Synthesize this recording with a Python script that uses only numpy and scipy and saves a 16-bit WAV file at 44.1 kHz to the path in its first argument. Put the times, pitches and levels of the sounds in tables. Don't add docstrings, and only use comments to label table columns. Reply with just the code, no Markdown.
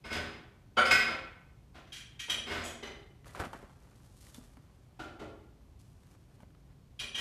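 import sys
import numpy as np
from scipy import signal
from scipy.fft import rfft, irfft, next_fast_len
from scipy.io import wavfile
from scipy.ndimage import uniform_filter1d

SR = 44100
rng = np.random.default_rng(int(sys.argv[2]) if len(sys.argv) > 2 else 0)


def wav_out(sig):
    wavfile.write(sys.argv[1], SR, np.round(np.clip(np.atleast_2d(sig).T, -1, 1) * 32767).astype(np.int16))


def volts_from_db(level):
    exponent = np.asarray(level, float) / 20
    return 10 ** exponent


N = 317652


def rms_one(x):
    return x / np.sqrt(np.mean(x ** 2) + 1e-20)


def at_hz(points, hz):
    p = np.array(points)
    return np.interp(np.log(np.maximum(hz, 1)), np.log(p[:, 0]), p[:, 1])


def band(x, low_hz, high_hz):
    edges_hz = [low_hz, min(high_hz, .45 * SR)]
    return signal.sosfilt(signal.butter(2, edges_hz, "band", fs=SR, output="sos"), x)


def drift(rate_hz):
    pole = np.exp(-80 * np.pi * rate_hz / SR)
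    noise = rng.standard_normal(N // 40 + 2002)
    slow = signal.lfilter([1], [1, -2 * pole, pole * pole], noise)[2000:]
    return np.interp(np.arange(N) / 40, np.arange(len(slow)), rms_one(slow))


def add(out, start_s, x):
    i = round(start_s * SR)
    out[i:i + len(x)] += x[:N - i]


# hz, band_level_db
ROOM_TONE = [(20, -35), (30, -15), (45, -1.5), (75, -2.5), (95, -11.5), (124, -4), (170, -12.5), (250, -17),
             (450, -25.5), (800, -29), (1400, -37.5), (3000, -40), (7000, -45), (14000, -51)]


def room_tone(rms_db, lumpy_db):
    out, edges_hz = 0, 18 * 2 ** np.arange(0, 10.1, .5)
    white = rng.standard_normal((2, N))
    for k, (low_hz, high_hz) in enumerate(zip(edges_hz, edges_hz[1:])):
        mid_hz = np.sqrt(low_hz * high_hz)
        sway_db = lumpy_db * drift(4.5) if mid_hz < 300 else 0
        gain = volts_from_db(at_hz(ROOM_TONE, mid_hz) + sway_db)
        out = out + gain * band(white[k % 2], low_hz, high_hz)
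    return volts_from_db(rms_db) * rms_one(out)


def ring(modes, t, spread_db):
    hz, level_db, t60_s = np.transpose(modes)[:, :, None]
    phase = rng.random(hz.shape)
    strength = volts_from_db(level_db + rng.normal(0, spread_db, hz.shape)) / np.sqrt(t60_s * SR)
    return np.sum(strength * volts_from_db(-60 * t / t60_s) * np.sin(2 * np.pi * (hz * t + phase)), axis=0)


def knock_colour(low_db, mid_db, high_db, heft_db, contact_s):
    low_db, mid_db = low_db + heft_db, mid_db + 0.98 * heft_db
    softness_db = np.log2(contact_s / .015)
    high_db = high_db - 0.18 * heft_db - softness_db
    return [(90, low_db - 8.5), (250, low_db), (700, mid_db), (1600, 0.27),
            (3500, -1.2 - 0.17 * heft_db), (7000, high_db), (14000, high_db - 10.5)]


COUNTER_HZ = [83, 234, 335, 409]
# level_db, t60_s
COUNTER = [(-5, 0.42), (2, 0.19), (-1, 0.3), (2.5, 0.083)]


def knocks(rows, modes, low_db, mid_db, high_db):
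    out, size, lead_s = np.zeros(N), 16384, .01
    t = np.maximum(np.arange(size) / SR - lead_s, 0)
    hz = np.arange(size // 2 + 1) * SR / size
    pink = np.sqrt(2000 / np.maximum(hz, 20))
    for start_s, level_db, heft_db, ring_db, contact_s in rows:
        contact_s = np.clip(contact_s, .002, .08)
        colour = knock_colour(low_db, mid_db, high_db, heft_db, contact_s)
        u = t / contact_s
        swell = 1 - np.exp(-4 * u)
        scuff = rfft(rng.standard_normal(size) * u * np.exp(-2 * u))
        scuff = scuff / np.sqrt(uniform_filter1d(abs(scuff) ** 2, size=60))
        rings = swell * ring(modes, t, spread_db=2.3)
        struck = pink * scuff + rfft(volts_from_db(ring_db) * rings)
        coloured = irfft(struck * volts_from_db(at_hz(colour, hz)), size)
        boom = swell * ring(np.c_[COUNTER_HZ, COUNTER], t, spread_db=1.0)
        boom = volts_from_db(low_db + heft_db + 3) * boom
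        add(out, start_s - lead_s, volts_from_db(level_db) * (coloured + boom))
    return out


# start_s, level_2khz_db, heft_db, ring_db, contact_s (capped at 0.08)
LID_KNOCKS = [(.038, -35, 2, 4, 0.026), (.1, -30.5, 4, 7, 0.022), (.1238, -27, -15, -8, 0.007),
              (.1488, -29, 5, 3, 0.02), (.1887, -33, 0.5, -12, 0.075), (.851, -26.5, -7, 8.5, 0.0057),
              (.9044, -22.5, -3.5, -2, 0.011), (.908, -15.5, -5, 6.5, 0.0041), (.9594, -23, -4, 10, 0.12),
              (2.4644, -31, 1, 2, 0.022), (2.4938, -27, 2.5, 3.5, 0.034), (2.5497, -30.5, 2, 2.5, 0.027),
              (2.5842, -36.5, -16, -3, 0.036)]
LID_HZ = [721, 1130, 1335, 1512, 1950, 2149, 2302, 2514, 2790, 3110, 3390, 3590, 3880, 4265, 5001, 5188,
          5380, 6450, 7672, 8120, 8936, 9720, 11198, 13262]
# level_db, t60_s
LID = [(-7.5, 0.047), (-19, .06), (-6, 0.11), (-1, 0.14), (-8, 0.24), (-2, 0.13), (-10.5, 0.3),
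       (-3.5, 0.066), (-11, 0.078), (-10, 0.15), (-14.5, 0.061), (-12.5, .06), (-22, 0.11), (-10, 0.037),
       (2, 0.14), (-4.5, 0.059), (-9, 0.07), (-16, .08), (-9.5, .1), (-16, 0.13), (-8.5, .12), (-18, .08),
       (-13.5, 0.29), (-12.5, .15)]


def lid():
    return knocks(LID_KNOCKS, np.c_[LID_HZ, LID], low_db=-7, mid_db=-4.5, high_db=-11.5)


# hz, t60_s
KITCHEN = [(100, 0.59), (300, 0.76), (1000, 0.7), (2500, 0.66), (5000, 0.49), (10000, 0.4), (15000, 0.12)]


def kitchen(x, direct_db):
    size = next_fast_len(N + SR)
    hz = np.arange(size // 2 + 1) * SR / size
    turn, t60_s = -2j * np.pi * hz, at_hz(KITCHEN, hz)
    lags_s, echo = np.geomspace(.0231, .0617, 16), 0
    for k, lag_s in enumerate(lags_s):
        first = np.exp(turn * lag_s * (k * .618 % 1))
        loop = volts_from_db(-60 * lag_s / t60_s) * np.exp(turn * lag_s)
        echo = echo + (-1) ** k * first / (1 - loop)
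    delays = np.exp(turn * np.array([[.0007], [.0017], [.0029], [.0043]]))
    smear = [(z - .6) / (1 - .6 * z) for z in delays]
    heard = smear[0] * smear[1] * smear[2] * (volts_from_db(direct_db) + echo * smear[3])
    return irfft(rfft(x, size) * heard, size)[:N] / np.sqrt(np.sum(1 / (lags_s * SR)))


# start_s, level_2khz_db, heft_db, ring_db, contact_s
POT_KNOCKS = [(.7675, -21.5, -3, 15.5, 0.011), (.781, -23, -1.5, 16.5, 0.0047),
              (1.0747, -30.5, -1, 6.5, 0.027)]
POT_HZ = [500, 732, 1100, 1351, 1394, 1500, 1946, 2140, 2302, 3020, 3268, 3570, 4682, 6720, 8932, 9530]
# level_db, t60_s
POT = [(-9, 0.05), (-18, 0.059), (-18.5, 0.06), (-0.5, 0.12), (-9, 0.086), (-6, 0.086), (-14.5, 0.19),
       (-18, 0.059), (-14, .12), (-11.5, .05), (-16, .1), (-19, 0.11), (-10, .1), (-15.5, 0.11),
       (-15.5, 0.11), (-17, 0.12)]


def pot():
    return knocks(POT_KNOCKS, np.c_[POT_HZ, POT], low_db=-7.5, mid_db=5.1, high_db=-17)


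# start_s, level_2khz_db, heft_db, ring_db, contact_s
WOOD_KNOCKS = [(1.741, -43.5, -4.5, -2, 0.022), (1.7714, -56.5, 3.5, 2.5, 0.0097),
               (2.2794, -34.5, -4.5, -9, 0.02), (4.9917, -38, -4.5, 5, 0.007),
               (5.0488, -48, 4.5, -1.5, 0.0048), (5.194, -43.5, -4.5, 2.5, 0.0032),
               (5.209, -46, 11, -1, 0.0083), (5.2497, -63, 8, 5, 0.011)]
# hz, level_db, t60_s
WOOD = [(320.5, 13, 0.065), (758, 5, 0.022), (1403, 4, 0.031), (2000, -8, 0.02), (3030, -7, 0.02),
        (3820, -16, 0.037), (5150, -7, 0.021)]


def wood():
    return knocks(WOOD_KNOCKS, WOOD, low_db=-5.5, mid_db=5.3, high_db=-11)


# start_s, level_2khz_db, heft_db, ring_db, contact_s
BOWL_KNOCKS = [(1.8682, -55, -8, 7.9, 0.011), (2.826, -35.5, -2, 7, 0.0074),
               (2.8694, -43.5, -1, 6.5, 0.0041)]
BOWL_HZ = [400, 800, 2035, 3009, 3650, 4043, 4872, 6029]
# level_db, t60_s
BOWL = [(8, 0.035), (5, 0.011), (3.5, 0.028), (-4, 0.022), (-7, 0.051), (-9, 0.09), (-13, 0.061),
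        (-1, 0.027)]


def bowl():
    return knocks(BOWL_KNOCKS, np.c_[BOWL_HZ, BOWL], low_db=-8, mid_db=-0.45, high_db=-11)


# start_s, level_2khz_db, heft_db, ring_db, contact_s
CUP_KNOCKS = [(1.92, -40, -26, 6.6, 0.015), (1.9574, -41.5, -11, 1.7, 0.015),
              (2.1925, -36.5, -13.5, 8.2, 0.0086), (2.2965, -27, -6, 4.3, 0.0024),
              (2.3504, -47, 17.5, 6.4, 0.013), (2.5091, -35, 12.5, 1.5, 0.021),
              (2.6598, -42.5, 4, 8.6, 0.0081), (6.991, -36.5, -14.5, 11, 0.0105),
              (7.002, -40.5, 4, 1.7, 0.0075), (7.0292, -53.5, 17, 0.5, 0.0059),
              (7.1448, -35, -1, 13.7, 0.014), (7.1759, -31, 0.5, 5.8, 0.014)]
# hz, level_db, t60_s
CUP = [(1540, -40, .08), (1908, -10, 0.19), (2337, -6, 0.095), (2467, 1, 0.017), (2857, -4.5, .07),
       (3145, 8.5, 0.016), (3310, -1, 0.036), (3772, -3, 0.032), (4055, -10, 0.069), (4540, -10, 0.055),
       (5120, -9, 0.023), (5650, -13.5, 0.052), (5877, -5.5, 0.045), (6530, -5, 0.017), (7130, -19, .04),
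       (8230, -16, 0.072), (9460, -12.5, 0.18), (9750, -7.5, 0.084), (10360, -17.5, 0.27), (11890, -42, .1)]


def cups():
    return knocks(CUP_KNOCKS, CUP, low_db=-15, mid_db=-8, high_db=-2.77)


# start_s, level_2khz_db, heft_db, ring_db, contact_s
SPOON_KNOCKS = [(2.6343, -45, 0.5, 2.1, 0.0184), (2.6688, -54, 0.45, 2.9, 0.031)]
# hz, level_db, t60_s
SPOON = [(3410, 15, 0.049), (6720, 4.5, 0.03), (7800, -2, 0.042), (11200, -5, .12)]


def spoon():
    return knocks(SPOON_KNOCKS, SPOON, low_db=0, mid_db=14.3, high_db=13.8)


# start_s, snap_peak_db, snap_hz, thump_db (re snap), t60_s
TAPS = [(3.246, -52, 2000, -6, 0.013), (3.259, -49, 1200, -11, .012), (3.293, -53.5, 1980, 0.5, 0.051),
        (3.35, -36.5, 1180, -30, 0.017), (3.401, -34, 1360, 7, 0.021), (3.424, -38.5, 860, 3.5, 0.023),
        (3.469, -48.5, 680, 14.5, 0.015), (3.533, -38, 907, -20, 0.06), (3.55, -52, 1570, 14, 0.014),
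        (3.63, -44, 404, -5.5, 0.049), (3.697, -52, 900, -2, 0.022), (4.269, -50.5, 1940, -15, 0.011),
        (4.346, -51, 3500, -3, 0.046), (4.383, -50.5, 465, 11, 0.043), (4.576, -63, 1000, 15.5, 0.025),
        (6.405, -52, 908, 0.5, 0.021), (6.433, -44.5, 602, 0.5, 0.014), (6.506, -62, 1500, -10.5, 0.011),
        (6.55, -53, 1280, -8, 0.011)]


def taps(crack_db, rattle_db):
    light_thump_hz, octave_down_db = 268, -37.5
    out, t = np.zeros(N), np.arange(SR // 5) / SR
    for start_s, level_db, snap_hz, thump_db, t60_s in TAPS:
        noise = rng.standard_normal((2, len(t)))
        fade = volts_from_db(-60 * t / np.clip(t60_s, .004, .15))
        snap = np.sin(2 * np.pi * snap_hz * t) + 0.15 * np.sin(2 * np.pi * 3.4 * snap_hz * t)
        snap = snap * fade
        rattle = rms_one(band(noise[0], snap_hz / 2.5, snap_hz * 1.6))
        rattle = volts_from_db(rattle_db) * rattle * fade ** .45
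        crack = volts_from_db(crack_db) * noise[1] * fade ** 1.5
        thump_hz = light_thump_hz / (1 + volts_from_db(1.7 * (level_db - octave_down_db)))
        thump = volts_from_db(thump_db) * np.sin(2 * np.pi * thump_hz * t) * fade ** 0.58
        add(out, start_s - .001, volts_from_db(level_db) * (snap + rattle + crack + thump))
    return out


# peak_s, hollow_db, crisp_db (re hollow), rise_20db_s (at least 0.002), fall_20db_s (at least 0.005)
STIRS = [(3.262, -57, -5.5, .012, 0.28), (3.354, -50, -17.5, -0.12, 0.1451), (3.4, -34.5, -22, .008, 0.06),
         (3.452, -57, -9, 0.07, 0.05), (3.531, -54, -16, -0.26, 0.23), (3.85, -74, -12, -0.1, 0.6),
         (4.05, -79, -1.5, 1.4, -0.4), (4.276, -68.5, 7, 0.3, 0.21), (4.344, -61, 0.5, -0.06, 0.09),
         (4.412, -71, -7, -0.57, 1.2), (4.57, -59, -5.5, -0.01, -0.11), (4.836, -76, -5, -0.4, -0.3),
         (5.792, -85.5, 14, -0.76, .25), (6.034, -74, 8, -0.54, -0.23), (6.156, -69, -3, 0.25, -0.07),
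         (6.362, -76.5, -1, .3, -0.6), (6.428, -64.5, -8.5, 0.06, 0), (6.73, -75.5, -10.5, 0.3, -0.5)]


def rustle(clicks_per_s, spread_db, smooth_db):
    t, hollow, crisp = np.arange(N) / SR, np.zeros(N), np.zeros(N)
    for peak_s, hollow_db, crisp_db, rise_s, fall_s in STIRS:
        before, after = (peak_s - t) / max(rise_s, .002), (t - peak_s) / max(fall_s, .005)
        stir = volts_from_db(hollow_db - 20 * np.maximum(before, after))
        hollow = hollow + stir
        crisp = crisp + volts_from_db(crisp_db) * stir
    out = np.zeros(N)
    for level, low_hz, high_hz in [(crisp, 2490, 11000), (hollow, 200, 1500)]:
        born = rng.random(N) < clicks_per_s * volts_from_db(5 * drift(25)) / SR
        strength = volts_from_db(spread_db * np.minimum(rng.exponential(1, N), 4))
        clicks = born * strength * rng.choice([-1, 1], N)
        grains = rms_one(band(clicks, low_hz, high_hz))
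        rubbing = rms_one(band(rng.standard_normal(N), low_hz, high_hz))
        out += level * rms_one(grains + volts_from_db(smooth_db) * rubbing)
    return out


def scene():
    far = lid() + pot() + wood() + bowl() + cups() + spoon()
    bag = taps(crack_db=-24, rattle_db=-8)
    bag = bag + rustle(clicks_per_s=900, spread_db=4.0, smooth_db=-3)
    air = volts_from_db(-6) * kitchen(far + volts_from_db(-41.5) * bag, direct_db=11.5)
    return (air + bag + room_tone(rms_db=-57, lumpy_db=0.63))[None]


def low_pass(x):
    return signal.sosfilt(signal.butter(12, 15100, fs=SR, output="sos"), x)


def record(dry):
    bassless = signal.sosfilt(signal.butter(2, 32, "high", fs=SR, output="sos"), dry)
    mix = signal.sosfilt(signal.cheby2(12, 70, 15700, fs=SR, output="sos"), bassless)
    return low_pass(mix)


dry = scene()
out = record(dry)
wav_out(out)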